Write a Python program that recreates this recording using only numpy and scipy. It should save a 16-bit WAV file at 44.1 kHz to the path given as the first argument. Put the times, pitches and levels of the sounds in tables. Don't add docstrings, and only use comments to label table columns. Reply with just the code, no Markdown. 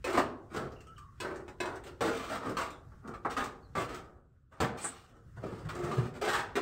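import sys
import numpy as np
from scipy import signal
from scipy.fft import rfft, irfft, next_fast_len
from scipy.io import wavfile
from scipy.ndimage import uniform_filter1d

SR = 44100
rng = np.random.default_rng(int(sys.argv[2]) if len(sys.argv) > 2 else 0)


def dump_mix(stems):
    frames = np.atleast_2d(stems).T
    limited = np.clip(frames, -1, 1)
    pcm = np.round(limited * 32767).astype(np.int16)
    wavfile.write(sys.argv[1], SR, pcm)


N = 291501
TIME = np.arange(N) / SR
RING = 3 * SR // 4

# (frequency [Hz], level [dB])
RUMBLE_SPECTRUM = [(25, -10), (50, 3.5), (125, 1), (200, -10), (400, -24), (800, -38.5), (1350, -22.5),
                   (2200, -31), (8000, -42), (11000, -50)]
# (time [s], duration [s], start pitch [Hz], end pitch [Hz], level [dB])
CHIRP_NOTES = [(0.757, 0.091, 2840, 2720, -67), (0.865, 0.083, 1300, 1327, -56),
               (0.87, 0.034, 3010, 2920, -68.5), (0.962, 0.031, 2920, 2940, -64),
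               (0.967, 0.172, 1207, 1094, -57), (2.72, 0.057, 3750, 3470, -66.5),
               (3.625, 0.068, 4330, 4120, -75.5)]
# (frequency [Hz], T60 [s])
WALL_T60 = [(70, 0.42), (200, 0.61), (450, 0.72), (1470, 0.32), (3900, 0.41), (10000, 0.23)]
# (frequency [Hz], level [dB], T60 [s])
FLOOR_MODES = [(63, -12, 1.4), (132, -12.5, 0.7), (354.3, -10.5, .7), (383.4, -8.5, 0.49), (466, -9.5, .5),
               (894, -21, 0.15), (1260, -20, 0.22), (1560, -27.5, 0.42), (1832, -12, 0.26),
               (4500, -11, 0.087)]
# (frequency [Hz], level [dB])
CONTACT_SPECTRUM = [(21, -37), (35, -18.5), (122, -4), (166, -4.5), (276, -2.5), (384, -1.5), (674, -5.5),
                    (785, -3), (1010, -6), (1310, -4), (2180, -14.5), (6680, -32), (8410, -30),
                    (10300, -47), (15500, -43)]
# (start [s], flexing thump [dB], panel boom [dB], panel resonance [Hz])
PATCHES = [(0, -16, 1.5, 358), (.11, -5, 4.5, 1070), (.45, 5.5, 5, 1280), (1.1, -5, 1, 364),
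           (1.95, 0, 3.5, 456), (2.1, -8, -3, 1195), (3.2, -4, -1, 1165), (3.7, -0.5, 1.5, 1220),
           (4.55, 6, 1.5, 241), (4.7, -4.5, -7, 1270), (6.18, -10.5, 1.5, 427), (6.26, -9, -9.5, 1590),
           (6.5, -16, 3.5, 375)]
# (time [s], duration [s], level [dB], brightness [dB])
SOLE_SLIDES = [(0.531, 0.15, -47, -3.5), (2.40, 0.13, -43, -3.5), (3.015, .15, -51.5, -11),
               (4.03, 0.23, -71.5, -4), (5.051, 0.2, -67, 3.5), (5.36, .3, -52, 0.5),
               (5.69, 0.28, -44.5, 0.5), (5.86, .25, -46, 2), (6.128, 0.056, -47.5, 1)]
# (time [s], level [dB], boom [dB])
WEIGHT_SHIFTS = [(3.745, -43.5, -7), (4.602, -45.5, 10), (5.36, -53, 1), (5.423, -46.5, 16),
                 (5.512, -52, 7), (5.643, -48, -4), (5.824, -47.5, 4), (5.968, -41, 2.5)]
# (time [s], level [dB])
CRUMB_SNAPS = [(0.72, -61.5), (0.804, -60), (0.869, -64.5), (0.979, -58.5), (1.358, -57), (1.756, -56),
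               (1.838, -55.5), (2.494, -50), (2.704, -53.5), (3.075, -56.5), (3.441, -44), (3.945, -48),
               (5.751, -51.5), (5.837, -49)]
# (frequency [Hz], level [dB])
SNAP_SPECTRUM = [(300, -31), (1500, 4.0), (4000, -6.5), (8500, -5.5), (10000, -21.5), (15000, -18.5)]
# (frequency [Hz], half-width [Hz], level [dB])
SQUEAL_MODES = [(7900, 88, 2), (8340, 180, -27), (8000, 630, -2), (8600, 120, 3)]
# (frequency [Hz], level [dB], T60 [s])
FREE_BLADE_MODES = [(1007, 7.5, 0.28), (1690, 8.5, 0.15), (2098, 4.5, .19), (2554, 8.5, 0.12),
                    (2620, -14.5, .15), (3970, -4.5, .25), (5180, -6, .16), (5720, -8.5, .18),
                    (7230, -0.5, 0.14), (8000, -5.5, 0.049)]
# (time [s], level [dB], brightness [dB], blade ring [dB])
BLADE_KNOCKS = [(.043, -38, 4.5, -1.5), (.174, -26.5, -2.5, -27.5), (1.202, -52, 19.5, 10.5),
                (1.269, -50, -16, -11.5), (1.48, -48.5, -1.5, -7), (1.603, -38, 5, 2),
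                (1.655, -44.5, 3, -4), (2.008, -32.5, 2.5, -17), (2.569, -35, 3, -23),
                (2.918, -61.5, -8.5, -20), (3.139, -47.5, -3.5, -19), (3.249, -30, -17.5, -34),
                (3.367, -34.5, -1, -27), (3.753, -36, -2, -30), (4.603, -30, 2, -26), (4.843, -37, -6, -26),
                (5.689, -44.5, 6.5, -14), (5.914, -38.5, -2.5, -24), (6.214, -45, 9.5, -4),
                (6.555, -32.5, 2, -27)]
# (time [s], duration [s], level [dB], swell from start to end [dB], brightness [dB])
BLADE_STROKES = [(.05, 0.062, -37.5, 0, -2), (.122, .075, -35, 0.5, -1), (0.494, .075, -58, 21, 0),
                 (1.207, 0.2, -39.5, -14.5, -7.5), (1.48, 0.022, -62, -3, -1),
                 (1.615, 0.16, -40.5, -11, -7.5), (1.84, .04, -51.5, 1, 4.5),
                 (2.016, 0.12, -30.5, -17, 0.5), (2.112, 0.2, -44, -4.5, 5),
                 (2.289, 0.073, -42.5, 4.5, 1.5), (2.406, 0.17, -44.5, -11, -2.5),
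                 (2.565, 0.1, -34.5, -9.5, .5), (3.292, 0.035, -46, 2, 7), (3.367, 0.064, -32, -10, -2),
                 (3.76, 0.075, -37, -5, 2.5), (3.88, .1, -45.5, -3, 0), (4.51, 0.13, -58.5, -5.5, -0.5),
                 (4.607, 0.033, -35.5, 1, 0), (4.767, 0.34, -49.5, -24, 11), (6.21, 0.067, -37, 3, 0.5),
                 (6.277, 0.12, -33, -4, 3), (6.558, 0.029, -26, -16.5, -2)]
# (frequency [Hz], threshold [dB])
GATE_THRESHOLDS = [(150, -89), (600, -77.5), (1350, -68.5), (2200, -60), (4000, -65.5), (8000, -81),
                   (12000, -88)]


def undb(db):
    return 10 ** (np.asarray(db) / 20)


def unit(x):
    return x / np.sqrt(np.mean(x ** 2))


def unit_energy(x):
    return x / np.linalg.norm(x)


def over_hz(points, hz):
    f, value = np.transpose(points)
    return np.interp(np.log(np.maximum(hz, 1)), np.log(f), value)


def colour(x, gain):
    size = 2 * next_fast_len(len(x) // 2 + 1)
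    cepstrum = irfft(np.log(gain(np.fft.rfftfreq(size, 1 / SR)) + 1e-9))
    cepstrum[1:size // 2] *= 2
    cepstrum[size // 2 + 1:] = 0
    return irfft(rfft(x, size) * np.exp(rfft(cepstrum)))[:len(x)]


def add(out, s, x):
    i = max(int(s * SR), 0)
    out[i:i + len(x)] += x[:max(N - i, 0)]


def wander(size, rate):
    at = np.arange(size) * rate / SR
    points = rng.standard_normal(int(at[-1]) + 2)
    return np.interp(at, np.arange(len(points)), points)


def mode(hz, t60):
    t = np.arange(RING) / SR
    return unit_energy(np.sin(2 * np.pi * hz * t) * 1000 ** (-t / t60))


def rumble(level_db=-54, suppress_db=-9, suppress_from_s=4.22, suppress_to_s=5.13, fade_s=0.15):
    outside_s = np.maximum(suppress_from_s - TIME, TIME - suppress_to_s)
    suppression = np.clip(1 - outside_s / fade_s, 0, 1)
    db = level_db + suppress_db * suppression + 0.83 * wander(N, 11)
    noise = colour(rng.standard_normal(N), lambda f: undb(over_hz(RUMBLE_SPECTRUM, f)))
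    return undb(db) * unit(noise)


def chirps(response, waver=0.033, flutter_db=4, fade_db_per_s=80):
    out = np.zeros(N)
    for s, length, start_hz, end_hz, db in CHIRP_NOTES:
        size = int(length * SR)
        hz = np.linspace(start_hz, end_hz, size) * (1 + waver * wander(size, 510))
        envelope = undb(flutter_db * wander(size, 200) - fade_db_per_s * TIME[:size])
        envelope *= signal.windows.tukey(size, .2)
        note = unit(envelope * np.sin(2 * np.pi * np.cumsum(hz) / SR))
        heard = signal.fftconvolve(note, response())
        heard[:size] += note
        add(out, s, undb(db) * np.linalg.norm(note) * unit_energy(heard))
    return out


def loft(early_t60=.13, late_db=-7, direct=0.28, build_s=0.00047):
    t = np.arange(RING) / SR
    centres = np.geomspace(SR / 700, SR / 3, num=9)
    size = 4 * SR
    noise = rfft(rng.standard_normal(size))
    log_hz = np.log(np.fft.rfftfreq(size, 1 / SR) + 1)
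    bands, fades = [], []
    for hz, weights in zip(centres, np.eye(len(centres))):
        bands.append(irfft(noise * np.interp(log_hz, np.log(centres), weights)))
        fade = np.hypot(1000 ** (-t / early_t60), undb(late_db) * 1000 ** (-t / over_hz(WALL_T60, hz)))
        fade *= 1 - np.exp(-t / build_s)
        fades.append(unit_energy(fade))
    modes = np.array([undb(db) * mode(hz, t60) * np.sqrt(hz / SR / 2) for hz, db, t60 in FLOOR_MODES])

    def response():
        i = rng.integers(size - RING)
        ring = sum(band[i:i + RING] * fade for band, fade in zip(bands, fades))
        ring[0] += direct
        return ring + rng.choice([-1, 1], len(modes)) @ modes
    return response


def pressed(ring, grip_s=0.097):
    return unit_energy(ring * (1 + np.exp(-TIME[:RING] / grip_s)))


def contact(force, ring, thump_db, boom_db, bright_db, panel_hz, panel_db=6, log_width=0.11):
    touch = [(165, thump_db), (290, boom_db), (480, boom_db), (900, 0.021), (1600, 0.0076),
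             (3000, bright_db), (12000, bright_db + 3.5)]
    midrange_db = np.mean(over_hz(CONTACT_SPECTRUM, np.arange(700, 2200, 100)))

    def gain(f):
        panel = panel_db * np.exp(-(np.log((f + 1) / panel_hz) / log_width) ** 2)
        return undb(over_hz(CONTACT_SPECTRUM, f) - midrange_db + over_hz(touch, f) + panel)
    return colour(signal.fftconvolve(force, ring)[:RING], gain)


def patch(s):
    return PATCHES[sum(row[0] <= s for row in PATCHES[1:])][1:]


def slips(size, rate, spread_db):
    chance = rng.random((size, 2))
    slipping = chance[:, 0] < rate / SR
    strength = undb(-spread_db * np.log(np.maximum(chance[:, 1], .02)))
    return unit(slipping * strength * rng.choice([-1, 1], size) + 1e-9)


def friction(push, judder_db=3, grit_rate=70, grit_db=-5, grit_hz=3000):
    size = len(push)
    grain = slips(size, rate=2400, spread_db=4.0) * undb(judder_db * wander(size, 170))
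    cracks = (rng.random(size) < grit_rate / SR) * rng.standard_normal(size)
    treble = signal.butter(2, grit_hz, "high", fs=SR, output="sos")
    grit = signal.sosfilt(treble, cracks) * np.sqrt(SR / grit_rate)
    return unit(push * grain) * np.sqrt(np.mean(push ** 2)) + undb(grit_db) * push * grit


def arch(length):
    return np.sin(np.linspace(0, np.pi, int(length * SR)))


def sandals(response, slide_gain_db=9, press_gain_db=41, press_s=0.029):
    out = np.zeros(N)
    for s, length, db, bright_db in SOLE_SLIDES:
        force = friction(arch(length))
        scuff = contact(force, response(), thump_db=9, boom_db=7.5, bright_db=bright_db, panel_hz=1254)
        add(out, s, undb(db + slide_gain_db) * scuff)
    for s, db, boom_db in WEIGHT_SHIFTS:
        force = unit_energy(friction(arch(press_s)))
        ring = pressed(response())
        thud = contact(force, ring, thump_db=20, boom_db=boom_db, bright_db=-4, panel_hz=116.2)
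        add(out, s, undb(db + press_gain_db) * thud)
    return out


def crumbs(response, crack_s=0.0013, gain_db=36):
    out, t = np.zeros(N), TIME[:SR // 25]
    for s, db in CRUMB_SNAPS:
        force = unit_energy(slips(len(t), rate=2000, spread_db=0.93) * np.exp(-t / crack_s))
        snap = signal.fftconvolve(force, response()[:RING // 3])
        add(out, s, undb(db + gain_db) * colour(snap, lambda f: undb(over_hz(SNAP_SPECTRUM, f))))
    return out


def squeal(peak_s=4.846, hold_s=0.023, level_db=-37, rise_db_per_s=510, fall_db_per_s=374):
    def edge(f):
        powers = (undb(db) ** 2 / (1 + ((f - hz) / width) ** 2) ** 2 for hz, width, db in SQUEAL_MODES)
        return np.sqrt(sum(powers))
    t = TIME - peak_s
    db = level_db - rise_db_per_s * np.maximum(-t, 0) - fall_db_per_s * np.maximum(t - hold_s, 0)
    return undb(db) * unit(colour(slips(N, rate=3000, spread_db=1.2), edge))


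def impact(chatter_s=0.011, chatter=1.74):
    t = TIME[:SR // 25]
    force = chatter * unit_energy(slips(len(t), rate=2500, spread_db=3.05) * np.exp(-t / chatter_s))
    force[0] += 1
    return unit_energy(force)


def knocks(response, floor_gain_db=41, blade_gain_db=29, detune=0.004):
    out = np.zeros(N)
    for s, db, bright_db, ring_db in BLADE_KNOCKS:
        thump_db, boom_db, panel_hz = patch(s)
        force = impact()
        floor = contact(force, pressed(response()), thump_db, boom_db, bright_db, panel_hz)
        add(out, s, undb(db + floor_gain_db) * floor)
        blade = sum(undb(mode_db) * mode(hz * (1 + detune * rng.standard_normal()), t60)
                    for hz, mode_db, t60 in FREE_BLADE_MODES)
        add(out, s, undb(db + ring_db + blade_gain_db) * signal.fftconvolve(force, unit_energy(blade)))
    return out


def effort(length, swell_db, attack_s, release_s):
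    t = TIME[:RING]
    held = undb(swell_db * np.minimum(t / length, 1))
    return np.minimum(t / attack_s, 1) * held * np.exp(-np.maximum(t - length, 0) / release_s)


def strokes(response, gain_db=11, attack_s=0.0088, drag_db=-10.5, drag_top_hz=1940):
    out = np.zeros(N)
    dull = signal.butter(2, drag_top_hz, fs=SR, output="sos")
    for s, length, db, swell_db, bright_db in BLADE_STROKES:
        thump_db, boom_db, panel_hz = patch(s)
        force = friction(effort(length, swell_db, attack_s, release_s=0.0083))
        drag = signal.sosfilt(dull, friction(effort(attack_s, 0, attack_s, release_s=0.081)))
        end = int(length * SR)
        force[end:] += undb(swell_db + drag_db) * drag[:RING - end]
        rasp = contact(force, response(), thump_db, boom_db, bright_db, panel_hz)
        add(out, s, undb(db + gain_db) * rasp)
    return out


def scene():
    response = loft()
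    contacts = knocks(response) + strokes(response) + sandals(response) + crumbs(response)
    return (contacts + squeal() + chirps(response) + rumble())[None]


def noise_gate(x, depth_db=-12, size=1024):
    hz, _, spectra = signal.stft(x, SR, nperseg=size)
    power = uniform_filter1d(np.abs(spectra) ** 2 * size, size=9, axis=-2)
    power = np.maximum(uniform_filter1d(power, size=3, axis=-1), 0)
    passed = power / (power + undb(over_hz(GATE_THRESHOLDS, hz))[:, None] ** 2)
    return signal.istft(spectra * np.maximum(passed, undb(depth_db)), SR, nperseg=size)[1][..., :N]


def record(dry):
    low_pass = signal.ellip(10, .2, 70, 15700, fs=SR, output="sos")
    return signal.sosfilt(low_pass, noise_gate(dry))


dry = scene()
out = record(dry)
dump_mix(out)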